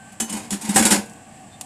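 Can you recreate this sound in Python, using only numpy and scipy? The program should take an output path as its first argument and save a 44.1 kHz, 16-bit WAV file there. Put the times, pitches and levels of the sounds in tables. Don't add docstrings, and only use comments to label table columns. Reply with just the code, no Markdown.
import sys
import numpy as np
from scipy import signal
from scipy.fft import rfft, irfft, next_fast_len
from scipy.io import wavfile
from scipy.ndimage import uniform_filter1d, minimum_filter1d, map_coordinates

SR = 44100
rng = np.random.default_rng(int(sys.argv[2]) if len(sys.argv) > 2 else 0)


def file_out(sig):
    cols = np.atleast_2d(sig).T
    lim = np.clip(cols, -1, 1)
    pcm = np.round(lim * 32767).astype(np.int16)
    wavfile.write(sys.argv[1], SR, pcm)


N = 72765
T = np.arange(N) / SR

# frequency in Hz, relative level in dB.
FIRE_HUM_COLOUR = [(25, -30), (60, -14.5), (120, -5), (170, -5), (216, 1.5), (260, -8), (300, -6),
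                   (400, -22.5), (560, -15), (620, -11), (690, -9.5), (760, -1), (850, -12), (1000, -24),
                   (1150, -13.5), (1350, -42), (2000, -62)]
FIRE_HISS_COLOUR = [(700, -3.5), (1350, -4.5), (1550, -0.5), (1750, 2.5), (2000, -2.5), (2350, -2.5),
                    (2700, -1), (3300, -5.5), (3650, -10), (5500, -10), (6600, -8.5), (7700, 4.5),
                    (9000, -5.5), (11000, -15.5), (14500, -27)]
TICK_COLOUR = [(50, -25), (140, -9), (480, -8), (770, 5), (1300, -13), (2800, -4.5), (5000, -8.5),
               (8500, 5), (11000, -6.5), (14000, -14)]
RUB_COLOUR = [(1500, -35), (3200, -19), (3600, 8), (3900, -8), (4400, -6), (6000, -35)]
SCRAPE_COLOUR = [(150, -12.5), (300, 12), (590, -3), (850, 6), (1300, -4), (2000, -2), (5000, -9),
                 (7800, -4), (10500, -10), (14000, -25)]
FRAME_BUMP_COLOUR = [(25, -35), (70, 8), (130, -15), (260, -4), (600, -48)]
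# start in seconds, level in dB, seconds to fade by 60 dB.
METAL_TICKS = [(.122, -44, 0.1), (1.061, -32, 0.011), (1.097, -32, 0.011), (1.135, -37, 0.015),
               (1.6104, -22.5, 0.036)]
# time in seconds, level in dB.
SCRAPE_LEVELS = [(0.279, -42), (.34, -30.5), (0.401, -38.5), (.49, -48), (.60, -44.5), (0.661, -36),
                 (.73, -34), (0.967, -27), (1.04, -47.5), (1.14, -58.5)]
# start in seconds, level in dB, pitch in Hz, swell time in seconds.
OVEN_BOOMS = [(0.203, -27, 224.5, 0.023), (.296, -29.5, 200.6, 0.018), (0.329, -23.5, 209.7, .016),
              (.425, -41.5, 231.4, 0.044), (0.512, -22, 199, 0.019), (0.626, -29.5, 213, 0.023),
              (.686, -16, 199.2, .013), (.735, -19, 207, 0.029), (0.791, -14, 220.3, 0.016),
              (.848, -14.5, 212, 0.01), (.907, -16.5, 204.8, 0.018), (.967, -20.5, 204.8, 0.016)]
# multiple of the pitch, relative level in dB.
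BOOM_TONES = [(0.839, -15), (1.004, 1.5), (1.421, -13.5), (1.7, -20.5)]
# start in seconds, frequency in Hz,
# level in dB, seconds to fade by 60 dB, rise time in seconds.
SINGLE_RINGS = [(0, 1550, -47, 1.2, 0.0011), (.507, 4301, -41, 0.24, 0.0025), (.668, 799, -31, 0.14, .006),
                (.761, 1813, -6.5, 0.034, 0.0036), (.764, 779, -9.5, 0.22, 0.022),
                (.788, 1508, -28, 0.27, .006), (.846, 926, -17, .11, 0.0044),
                (.855, 1442, -25, 0.31, 0.0036), (.904, 857, -16, 0.14, 0.0035),
                (.914, 1926, -22, 0.14, 0.005), (.925, 573.4, -25.5, 0.29, 0.0023),
                (.936, 706, -28, 0.25, 0.0028), (.936, 471.5, -38.5, 0.78, 0.0087),
                (.936, 1512, -48.5, 1.53, .01), (.936, 1626, -46, 1, .01), (.936, 2680, -49, 0.99, .01)]
# frequency in Hz, relative level in dB.
SIZZLE_COLOUR = [(1000, -24), (2500, -16), (4000, -13), (5600, -15), (6800, -9), (7800, -2), (8700, -4.5),
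                 (10000, -8), (11200, -14), (12400, -19.5), (12900, -16.5), (14200, -28)]
CLANG_COLOUR = [(25, -40), (65, -7), (130, -14), (280, 7.5), (400, 3), (490, 0.5), (620, -3.5), (790, 7.5),
                (920, 0), (1200, -4), (1450, 1), (1650, 0.5), (1850, -2), (2200, -5), (3200, -9),
                (5000, -11.5), (9000, -24.5)]
# frequency in Hz, relative level in dB,
# seconds to fade by 60 dB.
PANEL_TONES = [(304, -14, 0.37), (372.2, -14, 0.36), (406, -20.5, 0.52), (540, -16, 0.22), (782, -11, 0.29),
               (836, -14, 0.13), (928, -14.5, 0.2), (2300, -23.5, 0.35), (2519, -17.5, 0.27)]
EDGE_TONES = [(2983, -7.5, 0.24), (6310, -11, 0.26), (7470, -23, 0.25), (8500, 2, 0.078), (8740, -16, 0.11),
              (9243, -16, 0.12), (11200, -24, 0.12)]
# start in seconds, then the levels in dB of the sizzle,
# clang, panel tones and edge tones, then rise time in seconds.
CONTACTS = [(0.1998, -19.5, -28.5, -29.5, -19.5, 0.0015), (.2950, -28.5, -55, -51, -29, 0.0015),
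            (.3250, -28.5, -48, -51, -28, 0.0005), (.3680, -31, -45, -28.5, -53, 0.0026),
            (0.5059, -23.5, -39.5, -28, -66, 0.0003), (.5230, -24.5, -30.5, -46, -52, 0.0038),
            (0.6113, -27.5, -44, -51, -50, 0.0049), (.6480, -30.5, -54, -49, -57, 0.0011),
            (.6760, -33.5, -49, -28, -56, 0.0023), (0.691, -23.5, -30, -39, -51, 0.00054),
            (0.7416, -19.5, -56, -51, -40, 0.0049), (.7590, -9, -20.5, -12.5, -40, 0.0007),
            (.7660, -16, -16, -12.5, -52, 0.00057), (.7860, -14.5, -25, -23, -48, 0.0037),
            (.8230, -18.5, -21, -28, -43, 0.0015), (.8510, -10, -19, -25, -41, 0.0021),
            (.9040, -9.5, -19, -17, -45, 0.0052), (.9160, -13.5, -18.5, -28.5, -45, 0.0015),
            (.9360, -26, -29.5, -35, -40, 0.0013), (.9720, -54, -41, -33, -55, 0.0076)]


def amp(db):
    return 10 ** (np.asarray(db) / 20)


def unit(x):
    return x / np.sqrt(np.mean(x ** 2, axis=-1, keepdims=True) + 1e-20)


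def gain(points, hz):
    f, db = np.transpose(points)
    return amp(np.interp(np.log(hz + 1), np.log(f + 1), db))


def colour(x, points):
    size = next_fast_len(N + 8192)
    spectrum = rfft(x, size) * gain(points, np.fft.rfftfreq(size, 1 / SR))
    return unit(irfft(spectrum, size)[:N])


def noise(points):
    return colour(rng.standard_normal(N), points)


def wobble(rate):
    return map_coordinates(rng.standard_normal(400), [T * rate], mode="mirror")


def ripple(hz, width_hz):
    return np.interp(hz / width_hz, np.arange(len(hz)), rng.standard_normal(len(hz)))


def fade_in(t, rise):
    return 1 - np.exp(-t / rise)


def fade(t, t60):
    return np.exp(-np.log(1000) * t / t60)


def add(out, start, x):
    part = out[round(start * SR):][:len(x)]
    part += x[:len(part)]


def fire(hum_db=-45.5, hiss_db=-50.5):
    hum = noise(FIRE_HUM_COLOUR) * amp(1.2 * wobble(rate=35))
    hiss = noise(FIRE_HISS_COLOUR) * amp(0.5 * wobble(rate=11.1))
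    return amp(hum_db) * hum + amp(hiss_db) * hiss


def rub(peak_s=1.538, width_s=0.024, level_db=-53.5):
    return amp(level_db) * noise(RUB_COLOUR) * np.exp(-((T - peak_s) / width_s) ** 2)


def ticks():
    out = np.zeros(N)
    tail = amp(-20) * fade(T, t60=0.28)
    for start, db, t60 in METAL_TICKS:
        envelope = fade_in(T, rise=0.00059) * np.hypot(fade(T, t60), tail)
        add(out, start, amp(db) * noise(TICK_COLOUR) * envelope)
    return out


def corner_scrape(slips_per_second=1400):
    slips = (rng.random(N) < slips_per_second / SR) * rng.standard_normal(N)
    ring = rng.standard_normal(SR // 4) * fade(T[:SR // 4], t60=0.1)
    scrape = colour(signal.fftconvolve(slips, ring)[:N], SCRAPE_COLOUR)
    times, db = np.transpose(SCRAPE_LEVELS)
    return scrape * amp(np.interp(T, times, db, left=-120, right=-120))


def oven_top():
    out, t = np.zeros(N), T[:SR // 2]
    for start, db, hz, swell_s in OVEN_BOOMS:
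        swell = (t / swell_s * np.exp(1 - t / swell_s)) ** 2
        tail = amp(-18) * fade_in(t, swell_s) * fade(t, t60=0.85)
        boom = sum(amp(level) * np.sin(2 * np.pi * hz * ratio * t) for ratio, level in BOOM_TONES)
        bump = amp(-24) * noise(FRAME_BUMP_COLOUR)[:len(t)]
        add(out, start, amp(db) * (swell + tail) * (boom + bump))
    return out


def single_rings(waver_radians=0.24):
    out = np.zeros(N)
    for start, hz, db, t60, rise in SINGLE_RINGS:
        tone = np.sin(2 * np.pi * hz * T + waver_radians * wobble(rate=60))
        add(out, start, amp(db) * fade_in(T, rise) * fade(T, t60) * tone)
    return out


def clear_tones(tones, t, waver_radians=0):
    out, waver_times = np.zeros(len(t)), T[::200]
    for hz, db, t60 in tones:
        envelope = amp(db + rng.normal(0, 2)) * fade(t, t60)
        phase = 2 * np.pi * (hz * t + rng.random())
        waver = np.interp(t, waver_times, rng.standard_normal(len(waver_times)))
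        out += envelope * np.sin(phase + waver_radians * waver)
    return out


def sheet_ring(modes, points, t, t60, tail_t60, tail_db):
    colouring = gain(points, np.fft.rfftfreq(len(t), 1 / SR))
    crowd = unit(irfft(modes * colouring, len(t)))
    strongest = unit(irfft(modes * np.abs(modes) * 1j * colouring, len(t)))
    return crowd * fade(t, t60) + amp(tail_db) * strongest * fade(t, tail_t60)


def plate(mode_gap_hz=13):
    out, t = np.zeros(N), T[:SR * 2 // 3]
    hz = np.fft.rfftfreq(len(t), 1 / SR)
    is_mode = rng.random(len(hz)) < hz[1] / mode_gap_hz
    own_db = 2.5 * rng.standard_normal(len(hz))
    group_db = 2.2 * ripple(hz, width_hz=80.37)
    modes = is_mode * amp(own_db + group_db)
    for start, sizzle_db, clang_db, panel_db, edge_db, rise in CONTACTS:
        spot_db = 2.5 * ripple(hz, width_hz=127.9)
        phases = np.exp(2j * np.pi * rng.random((2, len(hz))))
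        sizzle_modes, clang_modes = modes * amp(spot_db) * phases
        sizzle = sheet_ring(sizzle_modes, SIZZLE_COLOUR, t, t60=0.16, tail_t60=0.3, tail_db=-14)
        clang = sheet_ring(clang_modes, CLANG_COLOUR, t, t60=0.23, tail_t60=0.35, tail_db=-39)
        crack = amp(-6.5) * rng.standard_normal(len(t)) * fade(t, t60=0.018)
        panel = amp(panel_db) * clear_tones(PANEL_TONES, t)
        edge = amp(edge_db) * clear_tones(EDGE_TONES, t, waver_radians=0.55)
        hit = amp(sizzle_db) * (sizzle + crack) + amp(clang_db) * clang + panel + edge
        add(out, start, hit * fade_in(t, rise))
    return out


def scene():
    return (plate() + oven_top() + corner_scrape() + ticks() + rub() + fire() + single_rings())[None]


def record(dry, ceiling=0.78, window_s=0.002, top_hz=14350):
    window = round(window_s * SR)
    needed_gain = np.minimum(1, ceiling / (np.abs(dry) + 1e-9))
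    limited = dry * uniform_filter1d(minimum_filter1d(needed_gain, window), window)
    size = next_fast_len(N + 8192)
    treble_cut = 1 / (1 + (np.fft.rfftfreq(size, 1 / SR) / top_hz) ** 200)
    return irfft(rfft(limited, size) * treble_cut, size)[:, :N]


dry = scene()
out = record(dry)
file_out(out)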